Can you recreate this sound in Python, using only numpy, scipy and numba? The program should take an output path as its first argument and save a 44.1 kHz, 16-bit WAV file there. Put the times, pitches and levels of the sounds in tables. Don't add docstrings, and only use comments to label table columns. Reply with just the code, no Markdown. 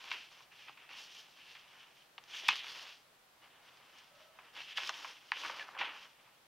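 import sys
import numpy as np
from scipy import signal
from scipy.fft import rfft, irfft
from scipy.io import wavfile
from numba import njit

SR = 44100
rng = np.random.default_rng(int(sys.argv[2]) if len(sys.argv) > 2 else 0)


def master_out(mix):
    frames = np.transpose(np.atleast_2d(mix))
    ceiling = np.clip(frames, -1, 1)
    pcm = np.round(ceiling * 32767).astype(np.int16)
    wavfile.write(sys.argv[1], SR, pcm)


N = 285311


def undb(db):
    return 10 ** (np.asarray(db) / 20)


def unit(x):
    return x / np.sqrt(np.mean(x ** 2) + 1e-30)


def colour(x, points, size=4096):
    hz, db = np.transpose(points)
    bins_hz = np.maximum(np.fft.rfftfreq(size, 1 / SR), 1)
    gain = undb(np.interp(np.log(bins_hz), np.log(hz), db))
    cepstrum = irfft(np.log(gain))
    cepstrum[1:size // 2] *= 2
    cepstrum[size // 2 + 1:] = 0
    response = irfft(np.exp(rfft(cepstrum)))
    return signal.fftconvolve(x, response)[:len(x)]


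def band(x, edges_hz, kind, order):
    return signal.sosfilt(signal.butter(order, edges_hz, kind, fs=SR, output="sos"), x)


def ring(x, hz, q):
    return signal.lfilter(*signal.iirpeak(min(hz, SR / 3), max(q, hz / SR * np.pi), fs=SR), x)


@njit
def moving_ring(x, hz, q):
    y, band_state, low_state = np.empty(len(x)), 0., 0.
    for i in range(len(x)):
        g = np.tan(np.pi * hz[i] / SR)
        passed = (band_state + g * (x[i] - low_state)) / (1 + g * (g + 1 / q))
        band_state = 2 * passed - band_state
        low_state += 2 * g * passed
        y[i] = passed / q
    return y


def rough_tone(hz, q):
    resonate = ring if np.isscalar(hz) else moving_ring
    once = resonate(rng.standard_normal(N), hz, q)
    return unit(resonate(once, hz, q))


def wander(rate_hz):
    steps = np.arange(N) / SR * rate_hz
    return np.interp(steps, np.arange(N), rng.standard_normal(N))


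# (frequency [Hz], relative density [dB])
HUSH_SPECTRUM = [(25, -14), (55, -15), (140, -7), (260, -9), (450, -7.5), (750, -4), (1400, -7),
                 (2800, -10), (3700, -11), (5400, -16.5), (7000, -20), (15500, -22)]
# (frequency [Hz], side minus mid [dB])
HUSH_SIDE_GAIN = [(100, -11), (1000, -3.5), (4000, -2.5), (10000, 1.5)]


def hush(level_db=-67.5, drone_hz=132, drone_db=-91):
    mid, side = (unit(colour(rng.standard_normal(N), HUSH_SPECTRUM)) for _ in range(2))
    side = colour(side, HUSH_SIDE_GAIN)
    stereo = np.array([mid + side, mid - side])
    return undb(level_db) * stereo + undb(drone_db) * rough_tone(drone_hz, q=12.0)


def reflections(x, wet_db, t60_s):
    t = np.arange(SR // 2) / SR
    tail = band(rng.standard_normal(len(t)), 8900, "lowpass", order=1)
    tail *= undb(-60 * t / t60_s) * (t > .003)
    return undb(wet_db) * signal.fftconvolve(x, tail / np.linalg.norm(tail))[:N]


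def hoot(start_s=4.08, level_db=-68.5, hz=590, rise_hz_per_s=150, overtone_hz=1300, overtone_db=-7):
    age = np.arange(N) / SR - start_s
    tone = rough_tone(hz + rise_hz_per_s * np.clip(age, 0, 1), q=6.2)
    overtone = undb(overtone_db) * rough_tone(overtone_hz, q=62.0)
    swell = np.interp(age, [0, .07, .19, .38], [0, 1, 1, 0])
    return undb(level_db) * swell * (tone + overtone)


def air_puff(start_s=2.484, level_db=-56, band_hz=(100, 400), attack_s=0.0016, decay_s=0.013):
    age = np.arange(N) / SR - start_s
    puff = unit(band(rng.standard_normal(N), band_hz, "bandpass", order=2))
    envelope = np.clip(age / attack_s, 0, 1) * np.exp(-np.abs(age) / decay_s)
    return undb(level_db) * puff * envelope


# (time [s], length [s], start pitch [Hz], end pitch [Hz], level [dB])
FINGER_DRAGS = [(4.91, 0.14, 900, 947, -64.5), (5.591, 0.043, 1920, 1580, -49.5)]


def fingertip_groans():
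    t = np.arange(N) / SR
    groans = np.zeros(N)
    for start, length, from_hz, to_hz, db in FINGER_DRAGS:
        progress = np.clip((t - start) / length, 0, 1)
        hz = from_hz + (to_hz - from_hz) * progress
        swell = np.sqrt(np.abs(np.sin(np.pi * progress)))
        groans += undb(db) * rough_tone(hz, q=14.0) * swell
    return groans


# (frequency [Hz], gain [dB])
PAPER_SPECTRUM = [(100, -26.5), (200, -21.5), (400, -11), (580, -10), (1000, -2), (1950, -4.5), (2600, 0.5),
                  (3200, -1), (3850, -7.5), (4600, -6.5), (5900, -8.5), (7000, -17.5), (8300, -25),
                  (12000, -25.5), (15500, -31.5)]


def ring_paper(force):
    return colour(force, PAPER_SPECTRUM)


def fibre_slips(per_s, spread_db, rub_db):
    sizes = undb(spread_db * np.minimum(rng.exponential(size=N), 2 * np.e))
    clicks = (rng.random(N) < per_s / SR) * sizes * rng.choice([-1, 1], N)
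    rub = undb(rub_db) * rng.standard_normal(N)
    return unit(unit(clicks) + rub)


# (time [s], length [s], friction level [dB], swell [dB], body re friction [dB], edge re friction [dB])
HAND_PUSHES = [(-0.01, 0.15, -52.5, -3, -7.5, -5), (0.109, .09, -47.5, -1, -11.5, -5),
               (0.298, .1, -65, 2, -3, 0.5), (0.504, 0.19, -61, 5, -11, -8),
               (0.777, 0.07, -58.5, 1, -11.5, -13), (0.887, 0.059, -48.5, -3.5, -10, -8),
               (0.955, .25, -52.5, -4, -11.5, -2.5), (1.245, 0.1, -63.5, -1, -13, -5),
               (1.354, 0.19, -61.5, 6, -12, -6), (1.58, 0.14, -60.5, -5, -6.5, -7.5),
               (1.717, 0.16, -59.5, -2, -7, -8.5), (1.935, 0.08, -65.5, 3, -19, -7.5),
               (2.197, 0.15, -67.5, 0.5, -2, -9), (2.265, 0.077, -65, 18, -11.5, -6.5),
               (2.329, 0.036, -48.5, 0.5, -20, -5), (2.376, 0.095, -52, 8, -14, -8),
               (2.501, 0.11, -36.5, -9.5, -12, -9.5), (2.622, 0.27, -49.5, -2, -9.5, -2.5),
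               (3.409, 0.04, -64.5, 3, -2.5, -10.5), (3.483, 0.2, -71.5, 7, -2.5, -21),
               (3.614, 0.44, -68.5, 6.5, -5.5, -6), (4.134, 0.085, -67.5, 6, -6, -8),
               (4.31, 0.17, -74, 11.5, -1.5, -10.5), (4.523, 0.086, -58.5, 11.5, -11, -7),
               (4.666, 0.052, -60, 12, -15.5, -10), (4.755, 0.14, -42.5, -2, -11.5, -6),
               (4.917, .18, -54.5, 2, -5, 0), (5.15, 0.14, -67, 4.5, -6.5, -2.5),
               (5.313, 0.031, -47, 0.5, -8.5, -16), (5.352, .13, -49, 3, -2.5, -5),
               (5.514, 0.1, -50.5, -1, -2, -5.5), (5.638, 0.18, -70, 5, 10.5, -0.5),
               (5.773, 0.036, -46.5, 11, -7.5, -19.5), (5.854, 0.083, -52, -2.5, -1.5, -15),
               (5.906, 0.13, -52.5, -2.5, -6, -7), (6.128, 0.15, -76, 10.5, -4.5, -14)]


def friction(attack_s=0.019, coast_db_per_s=164.5):
    t = np.arange(N) / SR
    power = np.zeros((3, N))
    for start, length, db, swell_db, body_db, edge_db in HAND_PUSHES:
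        age = t - start
        held_db = db + swell_db * np.clip(age / length, 0, 1)
        coast_db = coast_db_per_s * np.maximum(age - length, 0)
        push = np.clip(age / attack_s, 0, 1) * undb(held_db - coast_db)
        power += np.outer(undb([0, body_db, edge_db]), push) ** 2
    return np.sqrt(power)


# (time [s], bend resonance [Hz], edge resonance [Hz])
SHEET_RESONANCES = [(0, 2700, 4200), (.37, 2820, 5300), (.6, 2580, 4940), (.92, 2710, 4800),
                    (1.0, 2860, 5460), (1.22, 2920, 5900), (1.42, 2780, 4530), (1.56, 2770, 4600),
                    (1.76, 2920, 5500), (2.35, 3150, 6360), (2.52, 3220, 4280), (2.64, 3230, 4150),
                    (2.77, 2910, 4820), (4.85, 2970, 5200), (5.5, 2870, 5040), (5.85, 2850, 3900),
                    (6.05, 2770, 5330)]


def sliding(bend_trim_db=-3.0, edge_ring_db=-11.5, patchy_db=2.5, flutter_db=0.83):
    bend_gain, body_gain, edge_gain = friction()
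    times, *resonances = np.transpose(SHEET_RESONANCES)
    bend_hz, edge_hz = (np.interp(np.arange(N) / SR, times, hz) for hz in resonances)
    coarse = ring_paper(fibre_slips(per_s=420, spread_db=1.0, rub_db=4.5))
    fine = ring_paper(fibre_slips(per_s=1800, spread_db=1.5, rub_db=-3.0))
    body = band(coarse, 1940, "lowpass", order=5)
    crisp = band(fine + coarse, [1650, 3900], "bandpass", order=4)
    bend = unit(crisp) + unit(moving_ring(crisp, bend_hz, q=3.64))
    scrape = band(fine, 2420, "highpass", order=6)
    edge = unit(scrape) + undb(edge_ring_db) * unit(moving_ring(scrape, edge_hz, q=3.3))
    parts = ((body, body_gain), (bend, bend_gain * undb(bend_trim_db)), (edge, edge_gain))
    rustle = sum(unit(part) * gain * undb(patchy_db * wander(rate_hz=35)) for part, gain in parts)
    return rustle * undb(flutter_db * wander(rate_hz=110))


# (time [s], level with the energy spread over 10 ms [dB], ring centre [Hz], crumple decay [ms])
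BUCKLES_AND_FLICKS = [(0.042, -54, 2500, 0.75), (0.108, -50, 3560, 0.87), (0.115, -35, 1920, 2.3),
                      (0.405, -57.5, 1210, 6.1), (0.683, -51.5, 1790, 6.4), (0.695, -51.5, 730, 1.8),
                      (0.773, -55, 1830, 8), (0.891, -55, 2300, 3), (1.551, -50, 1900, 18),
                      (2.180, -48.5, 2900, 4.8), (2.182, -52, 850, 2.5), (2.239, -60.5, 4900, 1.2),
                      (2.422, -54, 1900, 2.3), (2.435, -55, 596, 3.5), (2.484, -36, 7500, 2.4),
                      (2.4862, -25, 2760, 13), (2.4877, -25.5, 2200, 3.4), (2.507, -42, 3900, 2.6),
                      (2.528, -45, 3300, 2.5), (2.557, -44, 3750, 2.3), (2.643, -49.5, 1490, 2.8),
                      (2.668, -49, 2210, 4.3), (3.985, -58.5, 5850, 9.5), (4.388, -51.5, 1300, 11),
                      (4.565, -50.5, 3460, 5.7), (4.604, -47.5, 2510, 8.7), (4.617, -53, 2700, 4.2),
                      (4.774, -39.5, 3540, 1.7), (4.778, -37, 1900, 2.8), (4.783, -41.5, 1050, 3.7),
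                      (4.803, -47, 3300, 2.5), (4.834, -43.5, 2680, 2.9), (4.874, -44, 5800, 2.9),
                      (4.893, -39.5, 5100, 1.8), (4.893, -37.5, 990, 8), (5.045, -41.5, 1280, 9.9),
                      (5.3186, -30.5, 1630, 1.46), (5.347, -55, 2880, 0.91), (5.435, -44, 1300, 4.3),
                      (5.449, -39, 1260, 8), (5.496, -40.5, 1060, 5.8), (5.513, -52, 3080, 1.8),
                      (5.595, -43.5, 1900, 5.1), (5.626, -52, 1820, 2.9), (5.689, -51.5, 844, 2.4),
                      (5.749, -47, 1050, 11), (5.765, -45.5, 940, 17), (5.777, -50, 2010, 1.5),
                      (5.788, -41.5, 2980, 19), (5.812, -33.5, 1240, 12), (5.835, -46.5, 990, 3.2)]


def snapping(crumple_db=-10, shiver_db=-35, shiver_s=0.018, slack_db=-12, broad_db=-15):
    snaps = np.zeros(N + SR)
    t = np.arange(SR // 8) / SR
    impulse = t == 0
    for time_s, db, hz, crumple_ms in BUCKLES_AND_FLICKS:
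        crumple = undb(crumple_db) * rng.standard_normal(len(t)) * np.exp(-t * 1000 / crumple_ms)
        shiver = undb(shiver_db) * rng.standard_normal(len(t)) * np.exp(-t / shiver_s)
        push = band(impulse + crumple + shiver, min(1.97 * hz, .4 * SR), "lowpass", order=2)
        lowest_hz = min(0.45 * hz, 820)
        fold = band(push, lowest_hz, "highpass", order=6)
        slack = undb(slack_db) * band(push, lowest_hz, "lowpass", order=2)
        radiated = fold + slack
        snap = ring_paper(ring(radiated, hz, q=0.99) + undb(broad_db) * radiated)
        snap *= np.sqrt(0.01 * SR / np.sum(snap ** 2))
        start = int(time_s * SR)
        snaps[start:start + len(t)] += undb(db) * snap
    return snaps[:N]


def scene():
    direct = sliding() + snapping() + fingertip_groans() + air_puff() + hoot()
    return direct + reflections(direct, wet_db=-15.5, t60_s=0.1) + hush()


def record(dry, top_hz=15750):
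    return signal.sosfilt(signal.ellip(10, .2, 70, top_hz, fs=SR, output="sos"), dry)


dry = scene()
out = record(dry)
master_out(out)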